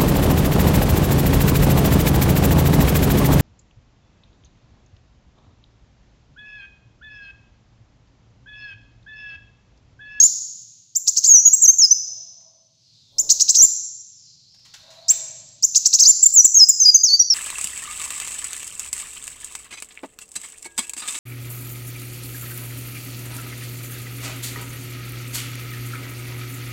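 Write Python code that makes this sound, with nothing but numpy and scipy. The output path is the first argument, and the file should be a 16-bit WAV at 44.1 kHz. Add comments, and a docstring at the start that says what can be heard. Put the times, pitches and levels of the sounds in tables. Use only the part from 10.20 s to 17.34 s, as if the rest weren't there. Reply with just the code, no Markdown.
"""A caged sunbird sings close by in a hard, ringing room; its breath shakes a tiny membrane in its throat.
First one whistle dies away. A thin rising call opens a run of harsh chips, then come falling whistles.
A rooster and another songbird answer faintly from far off, and the sunbird sings a second, short run.
Next it flutters and lands on the wires, calling once, while the far birds are heard again.
Last, a third run of chips leads into a long string of whistles that step lower and lower."""
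import sys
import numpy as np
from scipy import signal
from scipy.fft import rfft, irfft
from scipy.io import wavfile
from scipy.ndimage import uniform_filter1d, minimum_filter1d, map_coordinates

SR = 44100
rng = np.random.default_rng(int(sys.argv[2]) if len(sys.argv) > 2 else 0)


def generate_wav(signal):
    """Clip the signal to [-1, 1] and save it as 16-bit WAV at the path in sys.argv[1]."""
    frames = np.transpose(np.atleast_2d(signal))
    scaled = np.clip(frames, -1, 1) * 32767
    pcm = np.round(scaled).astype(np.int16)
    wavfile.write(sys.argv[1], SR, pcm)


N = 314874
TIME = np.arange(N) / SR
STEP_S = .001  # time between the points that outline a whistle


# the lone wavy whistle at the very start: t/s, f/Hz, level/dB
FIRST_WHISTLE = [(0.002, 6509, -4.5), (0.008, 6557, -9.5), (0.022, 6410, -16.5), (0.034, 6618, -5.5),
                 (0.05, 7186, -10.5), (0.07, 7052, -10.5)]
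def sunbird():
    """The singer's two voices: rough for the rising notes, pure for the whistles."""
    rough = syrinx(rising_calls() + chips(), split=.988, jitter=.007, rasp=.36, third_db=-37, flicker_db=4)
    whistles = [FIRST_WHISTLE] + falls() + scoops()
    return rough, syrinx(whistles, split=0, jitter=0, rasp=0, third_db=-41.5, flicker_db=5)


# harsh chips, in runs that speed up: t/s, linger/s, rise/s, top f/Hz, start level/dB, level/dB
CHIPS = [(.867, 0.0022, 0.015, 7530, -41, -10.5), (0.96, .006, 0.013, 6862, -41, -12),
         (1.031, .015, .014, 7588, -40, -13), (3.091, 0.0069, .016, 7143, -29, -8),
         (3.197, 0.0054, .013, 7163, -23, -8.5), (3.281, 0.0056, .012, 7880, -24, -10),
         (3.344, .008, .014, 6650, -23, -10.5), (5.547, 0.007, 0.014, 7370, -26.5, -9),
         (5.648, 0.0023, 0.013, 7833, -31, -9), (5.727, .006, .015, 7102, -26.5, -9),
         (5.787, .005, .016, 6650, -25, -7.5)]
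# the wavy whistle that ends a run, one list a run: t/s, f/Hz, level/dB
SLURS = [
    [(1.079, 7366, -10), (1.101, 6555, -9), (1.123, 6569, -3), (1.135, 6568, -6), (1.159, 5953, -2),
     (1.169, 5890, -13), (1.187, 5784, -11), (1.207, 6169, -17.5)],
    [(3.385, 6683, -10), (3.393, 5810, -10), (3.399, 5580, -7.5), (3.427, 7144, -8), (3.437, 7433, -5.5),
     (3.458, 6987, -11.5)],
    [(5.831, 6080, -8), (5.841, 4155, -15.5), (5.848, 3967, -20), (5.857, 4681, -10.5), (5.868, 6020, -8),
     (5.877, 6820, -8), (5.89, 7159, -10), (5.907, 7297, -5), (5.914, 6863, -17.5)],
]
def chips(start_hz=2478.2, ledge_hz=4200, leap_hz=4933, climb_s=.014):
    """Each chip climbs to a ledge, lingers, then leaps up; the last of a run slides into a whistle."""
    notes = []
    for s, linger_s, rise_s, top_hz, start_db, db in CHIPS:
        ledge = s + climb_s
        leap = ledge + linger_s
        note = [(s, start_hz, start_db),
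                ((s + ledge) / 2, (start_hz + ledge_hz) / 2, (start_db + db) / 2),
                (ledge, ledge_hz, db + 1.5),
                (leap, leap_hz, db - 5),
                (leap + rise_s / 2, leap_hz + .7 * (top_hz - leap_hz), db),
                (leap + rise_s, top_hz, db - 6.5)]
        tail = [tuple(point) for slur in SLURS if s < slur[0][0] < leap + 2 * rise_s for point in slur]
        notes.append(note + tail)
    return notes


# thin rising calls: t/s, rise/s, hook/s, start f/Hz, middle f/Hz, top f/Hz, level/dB
RISING_CALLS = [(0.751, 0.019, .013, 4650, 6452, 7407, -14.5), (2.983, .018, 0.017, 4740, 6304, 7263, -10),
                (4.882, 0.025, 0.015, 4594, 6086, 7654, -7), (5.425, .026, .006, 4450, 5792, 7239, -9.5)]
def rising_calls(droop_hz=300):
    """Each call sweeps upward, grows louder and hooks over at the top."""
    return [[(s, start_hz, db - 18),
             (s + rise_s / 2, middle_hz, db - 3.5),
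             (s + rise_s, top_hz, db),
             (s + rise_s + hook_s, top_hz - droop_hz, db - 14.5)]
            for s, rise_s, hook_s, start_hz, middle_hz, top_hz, db in RISING_CALLS]


# falling whistles: t/s, hold/s, slide/s, rest/s, top f/Hz, foot f/Hz, end f/Hz,
# top level/dB, slide level/dB, foot level/dB, end level/dB
FALLS = [(1.418, .012, .032, 0.005, 7240, 5883, 5898, -9, -10, -8.5, -14),
         (1.583, .018, .028, .031, 6855, 5251, 5065, -13, -12, -9, -9),
         (6.136, .012, .044, .022, 7633, 6043, 5710, -14.5, -7.5, -2, -9),
         (6.342, .040, .022, 0.041, 6521, 5171, 5082, -9.5, -12, -7.5, -3.5),
         (6.599, .034, .022, 0.054, 6239, 4918, 4875, -11, -18.5, -11, -8.5),
         (6.833, .007, .053, .066, 6527, 4328, 4739, -9, -17.5, -17, -9),
         (7.1, .023, 0.019, 0.007, 5475, 4778, 4840, -10.5, -16.5, -15.5, -17.5)]
def falls(overshoot_hz=297, settle_s=.01803, wobble_hz=34, tremor_hz=38, drop_hz=131):
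    """Each whistle starts a bit high, wobbles into place, slides down and rests on a lower note."""
    notes = []
    for s, hold_s, slide_s, rest_s, top_hz, foot_hz, end_hz, *levels_db in FALLS:
        corners = np.cumsum([hold_s, slide_s, rest_s])
        t = np.arange(0, corners[-1], STEP_S)
        slide = uniform_filter1d(np.interp(t, corners, [top_hz, foot_hz, end_hz]), size=9)
        settling = overshoot_hz * np.exp(-t / settle_s) * np.cos(2 * np.pi * wobble_hz * (t - .00397))
        tremor = tremor_hz * wander(65, SR)[(t * SR).astype(int)]
        drop = drop_hz * np.exp((t - t[-1]) / .004)  # the pitch sags as the breath stops pushing
        db = np.interp(t, np.cumsum([hold_s, slide_s / 2, slide_s / 2, rest_s]), levels_db)
        db += fade_db(t, attack_s=.0045, release_s=.00564)
        notes.append(list(zip(s + t, slide + settling + tremor - drop, db)))
    return notes


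# short curved notes between the falls: t/s, length/s, turn/s, start f/Hz, turn f/Hz, end f/Hz, level/dB
SCOOPS = [(1.25, .043, 0.017, 7350, 6645, 6920, -6), (1.328, .028, .016, 7377, 7600, 7620, -6),
          (1.476, .037, .020, 6500, 6304, 6666, -4), (1.707, 0.027, 0.005, 5995, 6012, 6420, -5),
          (6.026, 0.02402, 0.02093, 8203, 7180, 7180, -4.5),
          (6.056, 0.01818, 0.0087, 6960, 7250, 7200, -1.5), (6.243, .024, 0.023, 8300, 6859, 6900, -1.5),
          (6.485, 0.03, .026, 8078, 6900, 6900, -5.5), (6.741, 0.032, .015, 7434, 6185, 6985, -4.5),
          (6.992, .037, .016, 6485, 5680, 5938, -8)]
def scoops(flat_hz=345):
    """Each short whistle eases into its turning pitch and curves away again."""
    notes = []
    for s, length_s, turn_s, start_hz, turn_hz, end_hz, db in SCOOPS:
        t = np.arange(0, length_s, STEP_S)
        away = np.interp(t, [0, turn_s, max(length_s, turn_s + STEP_S)], [1, 0, 1]) ** 2
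        hz = turn_hz + away * (np.where(t < turn_s, start_hz, end_hz) - turn_hz)
        hz -= flat_hz * np.exp(-t / .004)  # a little low until the breath builds up
        notes.append(list(zip(s + t, hz, db + fade_db(t, attack_s=.009, release_s=.014))))
    return notes


# how strongly each pitch of the voice comes through: the throat and beak favour 6-7.5 kHz, and the sound dips
# near 9 kHz: f/Hz, level/dB
BEAK = [(1200, -60.5), (2500, -29), (3500, -23.5), (4500, -9.5), (6000, 1.5), (7400, 3), (8200, -10.5),
        (9300, -27.5), (12000, -10.5), (15000, 1.5)]
# air rushing through the open beak in a chip: f/Hz, level/dB
BEAK_HISS = [(1000, -27.5), (2200, -27), (3500, -14.5), (5000, -3.5), (7600, 7), (9200, -23.5),
             (12000, -16.5), (15000, -12.5)]
# air leaking past the membrane: f/Hz, level/dB
AIR_LEAK = [(3000, -39), (5000, -12), (7600, -5.5), (9200, -26.5), (11000, -12), (12500, -1), (15000, -0.5)]
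def syrinx(notes, split, jitter, rasp, third_db, flicker_db, split_s=.0517, throb_db=1, stutter_db=3):
    """The bird's voice box. With split, a note starts rough: its wave repeats only every second swing."""
    out = np.zeros(N)
    for note in notes:
        start, hz, gain = trace_note(note)
        size = len(hz)
        gain = gain * undb(throb_db * wander(130, size))
        rough = split * np.exp(-(np.arange(size) / SR / split_s) ** 2)
        hz = hz * (1 + (.0018 + jitter * rough) * wander(900, size))
        phase = 2 * np.pi * np.cumsum(hz) / SR
        # a slack membrane slaps shut, adding extra tones and hiss; a tight one is almost pure
        slack = rough * np.clip((4300 / hz) ** 5, 0, 1.5)
        octave = undb(-25 + flicker_db * wander(170, size)) * (1 + .4 * wander(1100, size))
        # the tones in the voice, as multiple of the pitch: strength
        tones = {.5: .2 * slack, 1: 1, 1.5: 1.143 * slack, 2: octave + .23 * slack,
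                 2.5: .14 * slack, 3: undb(third_db) + .028 * slack}
        voice, power = 0, 0
        for k, strength in tones.items():
            stutter = stutter_db * rough * wander(346, size)  # each tone shakes on its own
            in_range = np.clip((SR / 2 - k * hz) / 2000, 0, 1)  # fade out tones too high to play
            weight = strength * undb(lookup(BEAK, k * hz) + stutter) * in_range
            voice += weight * np.sin(k * phase)
            power += weight ** 2 / 2
        hiss = undb(-14) * np.sqrt(slack) * noise(BEAK_HISS, size)
        leak = undb(-46) * noise(AIR_LEAK, size)
        shake = 1 + (.012 + rasp * np.sqrt(rough)) * wander(970, size)
        add(out, start, gain * (voice / np.sqrt(power) * shake + hiss + leak))
    return out


# sharp snaps in the song: t/s, level/dB
SNAPS = [(0.034, -31.5), (1.144, -35), (1.158, -38), (1.278, -31), (1.344, -36), (1.49, -31),
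         (3.433, -27.5), (3.448, -32), (5.669, -37), (5.894, -33.5), (6.039, -35.5), (6.254, -24),
         (6.495, -31.5), (6.753, -35.5)]
# the tone of a snap: f/Hz, level/dB
SNAP_COLOUR = [(40, -8), (200, 9.5), (700, 0.5), (1800, -7), (4000, -1.5), (8000, -12.5), (9500, -23.5),
               (12000, 5.5), (15000, -6)]
def snaps(length_s=.003):
    """Tiny bursts of noise, placed on the loudest peaks of the song."""
    return noise(SNAP_COLOUR) * sum(undb(db) * np.exp(-((TIME - s) / length_s) ** 2) for s, db in SNAPS)


# feet and wings hitting the cage: t/s, level/dB, time to fade by 60 dB/s
KNOCKS = [(2.204, -59.5, 0.055), (4.342, -50.5, 0.073), (4.391, -51.5, .04), (4.449, -46.5, 0.15),
          (4.537, -35, 0.0918), (4.701, -48.5, 0.39), (4.906, -25.5, 0.076), (5.101, -44.5, 0.03)]
# the tone of the wires: f/Hz, level/dB
CAGE_COLOUR = [(200, -39), (700, -2.5), (1600, -1.5), (4000, 5), (7000, 4.5), (9000, -11.5), (15000, -18)]
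def cage(attack_s=.00475):
    """Each knock on the wires gives a short, dry rattle."""
    blows = sum(undb(db - 60 * np.maximum(TIME - s, 0) / ring_s) * np.clip((TIME - s) / attack_s, 0, 1)
                for s, db, ring_s in KNOCKS)
    return blows * noise(CAGE_COLOUR)


# bursts of flapping: middle t/s, half length/s, level/dB
FLUTTERS = [(3.045, 0.09, -53), (4.55, 0.26, -74.5), (4.94, 0.097, -66.5)]
# the tone of the air the wings push: f/Hz, level/dB
WING_COLOUR = [(60, 4), (200, -6), (550, -4), (900, -7.5), (1600, -30), (6000, -25.5)]
def wings(beat_hz=24):
    """Soft rushes of air that pulse a little with each wing beat."""
    effort = sum(undb(db) * np.exp(-((TIME - s) / half) ** 2) for s, half, db in FLUTTERS)
    return effort * (1 + .067 * np.sin(2 * np.pi * beat_hz * TIME)) * noise(WING_COLOUR)


# first echoes, from the cage floor and the wall behind: delay t/s, level/dB
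FIRST_ECHOES = [(.0031, -15.5), (.0057, -15.5), (.0083, -17.5), (0.013, -24.5)]
def near_walls(x):
    """Quick echoes overlap a sliding note and make it throb."""
    return x + sum(undb(db) * np.pad(x, (int(lag * SR), 0))[:N] for lag, db in FIRST_ECHOES)


# the tone of the room's echo: f/Hz, level/dB
ROOM_COLOUR = [(300, -4.5), (2500, -5), (4500, -10.5), (7400, -9.5), (8400, -14), (11000, -6.5),
               (15000, -5.5)]
# how long the room rings: f/Hz, time to fade by 60 dB/s
ROOM_RING = [(300, 1), (4000, 1.057), (6000, 1.149), (7500, 0.925), (10000, 0.8217), (15000, 0.35)]
def room(x, build_s=.002):
    """Countless echoes off bare walls blur together; the highest sounds die first."""
    f, t, grains = signal.stft(rng.standard_normal(2 * SR), SR, nperseg=256)
    decay = undb(lookup(ROOM_COLOUR, f)[:, None] - 60 * t / lookup(ROOM_RING, f)[:, None])
    ring = signal.istft(grains * decay * (1 - np.exp(-t / build_s)), SR)[1]
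    # the echo's strength is set in the range where the sunbird sings
    song_band = signal.sosfilt(signal.butter(2, [4500, 7500], "band", fs=SR, output="sos"), ring)
    return signal.fftconvolve(x, ring / np.sqrt(np.sum(song_band ** 2) * SR / 6000))[:N]


# the tone of the echo heard at the start: f/Hz, level/dB
OPENING_ECHO = [(1500, -51), (3000, -34.5), (4200, -14.5), (5500, -1.5), (7200, 0.5), (8600, -34.5),
                (11000, -45.5), (14000, -30), (16000, -44)]
def opening_echo(ring_s=1.055):
    """The room still rings from the phrase that is just ending."""
    return noise(OPENING_ECHO) * undb(-22 - 60 * TIME / ring_s)


# a songbird elsewhere in the house, one list a call: t/s, f/Hz, level/dB
SONGBIRD_CALLS = [
    [(2.55, 5450, -70.5), (2.68, 4160, -56), (2.78, 4200, -61.5), (2.84, 3587, -65.5), (2.98, 4042, -57)],
    [(3.92, 5714, -47.5), (4.08, 4820, -52.5), (4.16, 4220, -92), (4.3, 5106, -51.5), (4.44, 4600, -56),
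     (4.52, 4200, -54.5), (4.7, 3990, -55), (4.8, 4397, -50), (4.95, 4430, -45.5)],
]
def far_songbird():
    """A faint whistle whose pitch warbles fast and wide."""
    return far_calls(SONGBIRD_CALLS, waver=.1, waver_rate=100, overtones=[])


# a rooster far away: t/s, length/s, top f/Hz, level/dB
CROWS = [(1.809, 0.63, 678.2, -69), (4.63, 0.52, 668.6, -56)]
# the rise and fall of every crow: share of its length, share of its top pitch, level/dB
CROW_ARCH = [(0, .94, 2), (0.118, 1, -2), (.4, 1, -6), (.64, 0.964, 0), (.8, .93, -8), (1, 0.77, -25.5)]
# the rasp in the rooster's throat: f/Hz, level/dB
CROW_RASP = [(400, -31), (650, -1), (850, -2.5), (1050, -2), (1300, -16), (1800, -29)]
def rooster(hoarse=.371, rasp_db=-7):
    """A hoarse crow: the voice shakes in loudness and carries a rasp of throat noise."""
    crows = [[(s + at * length, top_hz * share, db + arch_db) for at, share, arch_db in CROW_ARCH]
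             for s, length, top_hz, db in CROWS]
    voice = far_calls(crows, waver=.016, waver_rate=60, overtones=[(1.5, -20), (2, -25)])
    loudness = np.abs(signal.hilbert(voice)) / np.sqrt(2)
    return voice * (1 + hoarse * wander(260, N)) + undb(rasp_db) * loudness * noise(CROW_RASP)


def far_calls(calls, waver, waver_rate, overtones):
    """A far bird's tone, wavering by a share of its pitch; overtones list multiple, level/dB."""
    out = np.zeros(N)
    for call in calls:
        start, hz, gain = trace_note(call, edge_s=.035)
        phase = 2 * np.pi * np.cumsum(hz * (1 + waver * wander(waver_rate, len(hz)))) / SR
        tone = np.sin(phase) + sum(undb(db) * np.sin(k * phase) for k, db in overtones)
        add(out, start, np.sqrt(2) * gain * tone)
    return out


# the tone of the house's background noise: f/Hz, level/dB
HOUSE_COLOUR = [(25, -36), (60, -27), (115, -6), (200, -18), (400, -34), (1000, -39), (1800, -44),
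                (4500, -17), (7000, -26), (9000, -46), (15000, -55)]
# its slow rise and fall: t/s, level/dB
HOUSE_LEVEL = [(0, -60.5), (1.8, -57.5), (2.5, -65), (2.9, -60.5), (3.8, -61), (4.3, -59), (5.3, -55.5),
               (7.1, -58)]
def house_noise(swell_db=1.5):
    """A quiet rumble and hiss that swells a little."""
    level_db = np.interp(TIME, *np.transpose(HOUSE_LEVEL))
    return noise(HOUSE_COLOUR) * undb(level_db + swell_db * wander(3.93, N))


def trace_note(note, edge_s=.003):
    """Join a note's points smoothly; gives its start time, pitch curve and loudness curve."""
    s, hz, db = np.transpose(sorted(note))
    t = np.arange(s[0] - edge_s / 2, s[-1] + edge_s / 2, 1 / SR)
    fade = np.sin(np.pi / 2 * np.clip(np.minimum(t - t[0], t[-1] - t) / edge_s, 0, 1)) ** 2
    pitch = uniform_filter1d(np.interp(t, s, hz), size=90)
    loudness = uniform_filter1d(np.interp(t, s, undb(db)), size=60)
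    return t[0], pitch, fade * loudness


def fade_db(t, attack_s, release_s):
    """Fade a note in, hold it and fade it out, in dB."""
    ramp = np.minimum((t + STEP_S) / attack_s, (t[-1] - t + STEP_S) / release_s)
    return 20 * np.log10(np.clip(ramp, 1e-3, 1))


def undb(db):
    """Turn decibels into a number to multiply by."""
    return 10 ** (np.asarray(db) / 20)


def lookup(table, hz):
    """Read between the rows of an f/Hz, value table, with octaves evenly spaced."""
    f, value = np.transpose(table)
    return np.interp(np.log(np.maximum(hz, 1)), np.log(f), value)


def colour(x, spectrum):
    """Turn a sound's lows and highs up or down by an f/Hz, level/dB table."""
    return irfft(rfft(x) * undb(lookup(spectrum, np.fft.rfftfreq(len(x), 1 / SR))), len(x))


def noise(spectrum, size=N):
    """Noise of strength 1 with the given tone."""
    y = colour(rng.standard_normal(size), spectrum)
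    return y / y.std()


def wander(rate, size):
    """A smooth random wiggle, about 1 in size, that changes rate times a second."""
    at = np.arange(size) * rate / SR
    return map_coordinates(rng.standard_normal(int(at[-1]) + 2), [at], order=3, mode="nearest")


def add(out, start, sound):
    """Mix a sound in from its start time."""
    i = max(int(start * SR), 0)
    out[i:i + len(sound)] += sound[:max(N - i, 0)]


def scene():
    """The singer and its cage are close; the other birds arrive only as echo."""
    rough, pure = sunbird()
    movement = cage() + wings()
    far_birds = far_songbird() + rooster()
    echo = room(undb(-10.5) * rough + undb(-11.5) * pure + undb(-4) * movement + far_birds)
    return (near_walls(rough + pure) + movement + echo + opening_echo() + house_noise() + snaps())[None]


# soft thumps where loud notes throb against their echoes in the microphone: f/Hz, level/dB
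THUMP_COLOUR = [(20, -33.5), (70, 0.5), (150, 0), (500, -0.5), (1500, -2), (3000, -3), (6000, -46.5)]
def record(dry, ceiling=.92, thump_db=-31, top_hz=15600):
    """A limiter turns peaks down, the lopsided microphone adds thumps, and the very top is cut."""
    peak = np.abs(signal.hilbert(dry[0]))
    allowed = np.minimum(1, ceiling / (peak + 1e-9))
    gain = uniform_filter1d(minimum_filter1d(allowed, size=65), size=65)
    thumps = undb(thump_db) * colour((peak * gain) ** 2, THUMP_COLOUR)
    top_cut = signal.ellip(10, .2, 80, top_hz, fs=SR, output="sos")
    return signal.sosfilt(top_cut, dry * gain + thumps)


dry = scene()
out = record(dry)
generate_wav(out)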